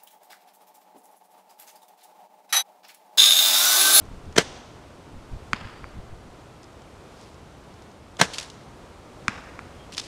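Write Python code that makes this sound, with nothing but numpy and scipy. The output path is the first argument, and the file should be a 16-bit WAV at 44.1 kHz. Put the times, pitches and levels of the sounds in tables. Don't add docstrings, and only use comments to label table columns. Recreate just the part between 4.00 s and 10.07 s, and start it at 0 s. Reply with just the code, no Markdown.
import sys
import numpy as np
from scipy import signal
from scipy.fft import rfft, irfft, next_fast_len
from scipy.io import wavfile
from scipy.ndimage import uniform_filter1d

SR = 44100
rng = np.random.default_rng(int(sys.argv[2]) if len(sys.argv) > 2 else 0)


def generate_wav(sig):
    pcm = np.round(np.clip(np.atleast_2d(sig).T, -1, 1) * 32767).astype(np.int16)
    wavfile.write(sys.argv[1], SR, pcm)


N = 267687
TIME = np.arange(N) / SR


def amp(db):
    return 10 ** (np.asarray(db) / 20)


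def read(points, hz):
    f, value = np.transpose(points)
    return np.interp(np.log(hz + 1), np.log(f), value)


def add(mix, s, sound):
    part = mix[round(s * SR):][:len(sound)]
    part += sound[:len(part)]


def noise(spectrum):
    size = next_fast_len(N)
    gain = amp(read(spectrum, np.fft.rfftfreq(size, 1 / SR)))
    x = irfft(rfft(rng.standard_normal(size)) * gain, size)[:N]
    return x / x.std()


def drift(rate_hz):
    knots = rng.standard_normal(N // 8)
    return np.interp(TIME * rate_hz, np.arange(len(knots)), knots)


def swell(s, rise, fall):
    return np.exp(-np.maximum((s - TIME) / rise, (TIME - s) / fall))


def hump(s, half):
    return np.exp(-((TIME - s) / half) ** 2)


def ring(modes, pitch=1):
    t = TIME[:SR // 4]
    return sum(amp(db - 60 * t / t60) * np.sin(2 * np.pi * hz * pitch * t) for hz, db, t60 in modes)


def pulse(spectrum, tilt_db, size=4096):
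    hz = abs(np.fft.fftfreq(size, 1 / SR))
    log_gain = np.log(amp(read(spectrum, hz) + tilt_db * np.log2((hz + 100) / 1500)))
    x = np.fft.ifft(np.exp(np.conj(signal.hilbert(log_gain)))).real
    return x / np.linalg.norm(x)


# frequency in Hz, level in dB.
TRUNK_COLOUR = [(100, 3), (400, 3), (1200, 2), (2400, 0), (3300, 2.5), (4500, 1.5), (7000, 1), (14000, -2)]
# frequency in Hz, time to fall by 60 dB in seconds.
TRUNK_T60 = [(100, 0.53), (600, 1.76), (1500, 1.37), (3500, 1.01), (7000, 0.92), (14000, 0.2)]


def forest(x, build_s, bright_db, bank_s, bank_db, bank_width_s, lumpy_db):
    hz, t, z = signal.stft(x, SR, nperseg=256)
    power = uniform_filter1d(abs(z) ** 2, size=5, axis=0)
    lag = t[t < 1]
    bank = amp(bank_db) * np.exp(-((lag - bank_s) / bank_width_s) ** 2)
    arrivals = (1 - np.exp(-lag / build_s)) * (1 + bank)
    colour_db = read(TRUNK_COLOUR, hz) + bright_db * np.log2(1 + hz / 3000)
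    fall_db = 60 * lag / read(TRUNK_T60, hz)[:, None]
    decay = (arrivals * amp(colour_db[:, None] - fall_db)) ** 2
    wash = abs(signal.fftconvolve(power, decay / decay.sum(1).max(), axes=1)[:, :len(t)])
    grain = signal.stft(rng.standard_normal(N) * amp(lumpy_db * drift(300)), SR, nperseg=256)[2]
    return signal.istft(np.sqrt(wash) * grain / grain.std(), SR, nperseg=256)[1][:N]


# frequency in Hz, relative level in dB per Hz.
HUSH = [(12, -49.5), (20, -14.5), (65, -2), (116, -3.5), (187, -8), (319, -7.5), (738, -12.5), (825, -13.5),
        (1000, -14.5), (1370, -17.5), (1710, -23), (3160, -26.5), (8650, -35.5), (14300, -50), (16000, -62)]
HUSH_DB = -46
# middle in seconds, level in dB, half length in seconds.
BREEZE_SPELLS = [(.15, -45, 0.38), (1.71, -51.5, 0.59)]
# middle in seconds, level in dB.
WIND_PUFFS = [(1.163, -35), (1.345, -31.5), (1.645, -39.5), (1.972, -34.5), (2.13, -42)]
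PUFF_HALF_S = 0.03
# frequency in Hz, level in dB.
BUFFET_COLOUR = [(15, 3.5), (40, -1.5), (80, 1.5), (150, -8), (250, -14.5), (600, -66), (3000, -66)]


def air(swell_db=-0.89, lumpy_db=4, lumps_hz=18):
    breeze = sum(amp(db) * hump(s, half) for s, db, half in BREEZE_SPELLS)
    breeze = breeze * amp(lumpy_db * drift(lumps_hz))
    puffs = sum(amp(db) * hump(s, PUFF_HALF_S) for s, db in WIND_PUFFS)
    hush = amp(HUSH_DB + swell_db * drift(4.19)) * noise(HUSH)
    return hush + np.hypot(breeze, puffs) * noise(BUFFET_COLOUR)


# middle in seconds, pitch in Hz, level in dB, half length in seconds.
FAR_TONES = [(1.82, 4630, -61.5, 0.09), (5.816, 3230, -55.5, .04)]


def shaft_ring_and_bird(blur_hz=170):
    blur = drift(blur_hz) + 1j * drift(blur_hz)
    tones = 0
    for s, hz, db, half in FAR_TONES:
        tone = (blur * np.exp(2j * np.pi * hz * TIME)).real
        tones = tones + amp(db) * hump(s, half) * tone
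    return tones


# peak in seconds, level in dB, rise and fall time constant in seconds.
ARM_MOVES = [(3.22, -57.5, 0.093), (4.39, -44.5, 0.073), (6.05, -46.5, 0.054)]
# peak in seconds, level in dB, fall time constant in seconds.
SLEEVE_RUBS = [(4.336, -32.5, 0.014), (4.384, -25.5, 0.0065), (4.411, -38.5, .012), (4.429, -34.5, 0.0051),
               (5.923, -42.5, .014), (5.94, -39.5, 0.0085), (5.969, -38.5, 0.052)]
RUB_RISE_S = 0.0013
# frequency in Hz, level in dB.
CLOTH_COLOUR = [(200, -11), (1200, -7), (2500, 2.5), (5000, 4), (8000, -3.5), (10500, -10), (15000, -38)]


def jacket(grain_db=4, grain_hz=600):
    sliding = sum(amp(db) * swell(s, length, length) for s, db, length in ARM_MOVES)
    catching = sum(amp(db) * swell(s, RUB_RISE_S, fall) for s, db, fall in SLEEVE_RUBS)
    return np.hypot(sliding, catching) * amp(grain_db * drift(grain_hz)) * noise(CLOTH_COLOUR)


# start in seconds, end in seconds.
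DRAW_SPELLS = [(0, .36), (2.55, 4.19)]
DRAW_TICKS_PER_S, DRAW_TICK_DB, DRAW_TICK_THIN = 4, -52.5, .55


def draw_ticks(spread_db=2):
    slot_s = 1 / DRAW_TICKS_PER_S
    slots = np.concatenate([np.arange(start, end, slot_s) for start, end in DRAW_SPELLS])
    chance = rng.random((N // 1000, 2))
    ticks = []
    for s, (late, size) in zip(slots, chance):
        level_db = DRAW_TICK_DB + spread_db * (2 * size - 1)
        ticks.append((s + late * slot_s, level_db, DRAW_TICK_THIN))
    return ticks


# time in seconds, level in dB,
# share of thin treble 0-1.
SHARP_CLICKS = [(.326, -43, .2), (2.632, -47.5, .8), (2.642, -46.5, .6), (3.822, -49, 0.7),
                (4.169, -42, .4), (4.3978, -29.5, 0.8), (4.501, -36.5, .4)]
CLICK_FALL_S = 0.0022
# time in seconds, level in dB.
ARROW_CLACKS = [(5.948, -38), (5.9795, -19), (5.9975, -24)]
CLACK_FALL_S, CLACK_THIN = 0.0034, .1
# frequency in Hz, level in dB.
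WOODY_COLOUR = [(200, -51), (1200, 3.5), (2200, -3), (3300, 10), (4200, 6.5), (5200, 9.5), (7000, -2.5),
                (9500, -27), (15000, -63)]
# frequency in Hz, level in dB.
THIN_COLOUR = [(500, -37), (3500, -32), (5200, 12), (8000, 4), (11000, -9), (15000, -32)]
# frequency in Hz, level in dB, t60 in seconds.
ARROW_MODES = [(3200, -3.5, 0.017), (4770, -3, 0.012), (7030, -22, .016)]


def gear(ping_db=0, ping_pitch=1.08, attack_s=0.00029):
    woody, thin, clicks = noise(WOODY_COLOUR), noise(THIN_COLOUR), np.zeros(N)
    blows = [(s, db, share, CLICK_FALL_S) for s, db, share in SHARP_CLICKS + draw_ticks()]
    blows += [(s, db, CLACK_THIN, CLACK_FALL_S) for s, db in ARROW_CLACKS]
    for s, db, share, fall in blows:
        share = np.clip(share, 0, 1)
        colour = np.sqrt(1 - share) * woody + np.sqrt(share) * thin
        clicks += amp(db) * swell(s, attack_s, fall) * colour
        add(clicks, s, amp(db + ping_db) * (1 - share) * ring(ARROW_MODES, ping_pitch))
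    return clicks


# time in seconds, crack in dB, thud in dB, treble tilt in dB an octave,
# echo in dB re the crack, shaft ping in dB, ping pitch as a factor.
LANDINGS = [(1.5323, 6.5, -21.5, -1.6, -16.5, -19.5, 0.985), (5.2817, 7, -20.5, 1.6, -16.5, -23, 1.09)]
# frequency in Hz, level in dB.
CRACK_COLOUR = [(100, -14), (600, -22.5), (850, -9.5), (1050, 0.5), (1400, 4), (1800, -3), (2350, 3),
                (2900, -18), (3300, -14), (4000, -16.5), (5500, -19.5), (7000, -19), (9500, -30),
                (12000, -50), (15000, -69)]
# frequency in Hz, level in dB, t60 in seconds.
TARGET_MODES = [(136, -13.5, 0.063), (212, 1, 0.034)]
ECHO_S, GROUND_S = .31, .013


def target(pierce_s=.0007, pierce_db=-12, sink_db=-26, sink_at_s=0.0015, sink_s=0.0021, ping_s=0.000703,
           thud_s=0.00356, ground_db=-20, echo_tilt_db=-5.5, smear_db=-27):
    knocks, pings, scrape = np.zeros(N), np.zeros(N), noise(CRACK_COLOUR)
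    for s, db, thud_db, tilt_db, echo_db, ping_db, pitch in LANDINGS:
        crack = -amp(db) * pulse(CRACK_COLOUR, tilt_db)
        add(knocks, s, crack)
        add(knocks, s + pierce_s, amp(pierce_db) * crack)
        add(pings, s + ping_s, amp(ping_db) * ring(ARROW_MODES, pitch))
        knocks += amp(db + sink_db) * swell(s + sink_at_s, .0002, sink_s) * scrape
        add(knocks, s + GROUND_S, amp(ground_db) * crack)
        add(knocks, s + thud_s, amp(thud_db) * ring(TARGET_MODES))
        echo = amp(db + echo_db) * pulse(CRACK_COLOUR, tilt_db + echo_tilt_db)
        add(knocks, s + ECHO_S, echo)
        smear = swell(s + ECHO_S + .001, .0003, 0.00091)
        knocks += amp(db + echo_db + smear_db) * smear * scrape
    return knocks, pings


# string slaps home at (seconds), level in dB, travel from the glove in seconds,
# slip off the glove in dB re the slap, slip length in seconds, build of the slap in seconds,
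# limb ring in dB re each jerk of the string, smack pitch in Hz.
BOW_SHOTS = [(0.384, -8, .0185, -17, 0.003, .0035, 4.5, 860),
             (4.215, -7.5, .0147, -17, .005, 0.0017, 8, 1580)]
# frequency in Hz, level in dB.
SNAP_COLOUR = [(60, -24), (200, -6), (380, 0.5), (700, 0.5), (1000, -4), (1600, -2), (3500, -5), (4800, -7),
               (6500, -8), (9000, -16), (12000, -30.5), (16000, -43)]
# frequency in Hz, level in dB, t60 in seconds.
LIMB_MODES = [(184.3, -14.5, 0.064), (254, -22, 0.072), (476, -13, 0.053), (550, -19.5, 0.046),
              (700, -18, 0.063), (977, -25, 0.087), (1150, -28, 0.071), (1410, -32, 0.04),
              (1565, -18.5, 0.068), (1713, -21.5, 0.1), (1970, -27, 0.1), (2120, -16, 0.043),
              (3040, -18, 0.036), (3390, -24, 0.044), (3947, -41, 0.047), (5500, -28, 0.067),
              (7540, -44, 0.11), (8000, -45, .1)]
# frequency in Hz, level in dB re the slip, t60 in seconds.
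GLOVE_MODES = [(376, 4.5, 0.016), (1700, 11.5, .007)]
STOP_S, SWING_S, REBOUND_DB, REBOUND_S = 0.0019, .0264, -24, 0.011
SMACK_DB = 7


def bow(rattle_db=-8, rattle_s=0.013, buzz_db=-27, buzz_s=0.026, smack_t60=0.0061, low_cut_hz=130, order=4):
    power, body, limbs = np.zeros(N), np.zeros(N), ring(LIMB_MODES)
    for home, db, travel, slip_db, slip_s, build_s, limb_db, smack_hz in BOW_SHOTS:
        slip = (home - travel, db + slip_db, slip_s, slip_s)
        slap = (home, db, build_s, STOP_S)
        rebound = (home + SWING_S, db + REBOUND_DB, REBOUND_S, REBOUND_S)
        for s, jerk_db, rise, fall in (slip, slap, rebound):
            burst = np.exp(-np.maximum((s - TIME) / rise, (TIME - s) / fall) ** 2 / 2)
            rattle = amp(rattle_db) * swell(s, rise / 2, rattle_s)
            buzz = amp(buzz_db) * swell(s, rise, buzz_s)
            power += amp(jerk_db) ** 2 * (burst ** 2 + rattle ** 2 + buzz ** 2)
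            add(body, s, amp(jerk_db + limb_db) * limbs)
        add(body, home - travel, amp(db + slip_db) * ring(GLOVE_MODES))
        add(body, home, ring([(smack_hz, db + SMACK_DB, smack_t60)]))
    low_cut = signal.butter(order, low_cut_hz, "highpass", fs=SR, output="sos")
    radiated = signal.sosfilt(low_cut, body)
    return noise(SNAP_COLOUR) * np.sqrt(power) + radiated


def scene(sideways_db=6):
    near = bow() + gear() + jacket()
    knocks, pings = target()
    near_wash = amp(-20.0) * forest(near, build_s=.014, bright_db=3, bank_s=0.188, bank_db=-10,
                                    bank_width_s=0.023, lumpy_db=0.5)
    into_trees = knocks + amp(sideways_db) * pings
    far_wash = amp(-10.0) * forest(into_trees, build_s=0.0014, bright_db=0.5, bank_s=0.15, bank_db=-27,
                                   bank_width_s=0.012, lumpy_db=2.0)
    return (near + near_wash + knocks + pings + far_wash + air() + shaft_ring_and_bird())[None]


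def record(dry, edge_hz=15800):
    low_pass = signal.firwin(511, edge_hz, window=("kaiser", 9), fs=SR)
    return signal.oaconvolve(np.clip(dry, -1, 1), low_pass[None], "same")


dry = scene()
out = record(dry)
generate_wav(out)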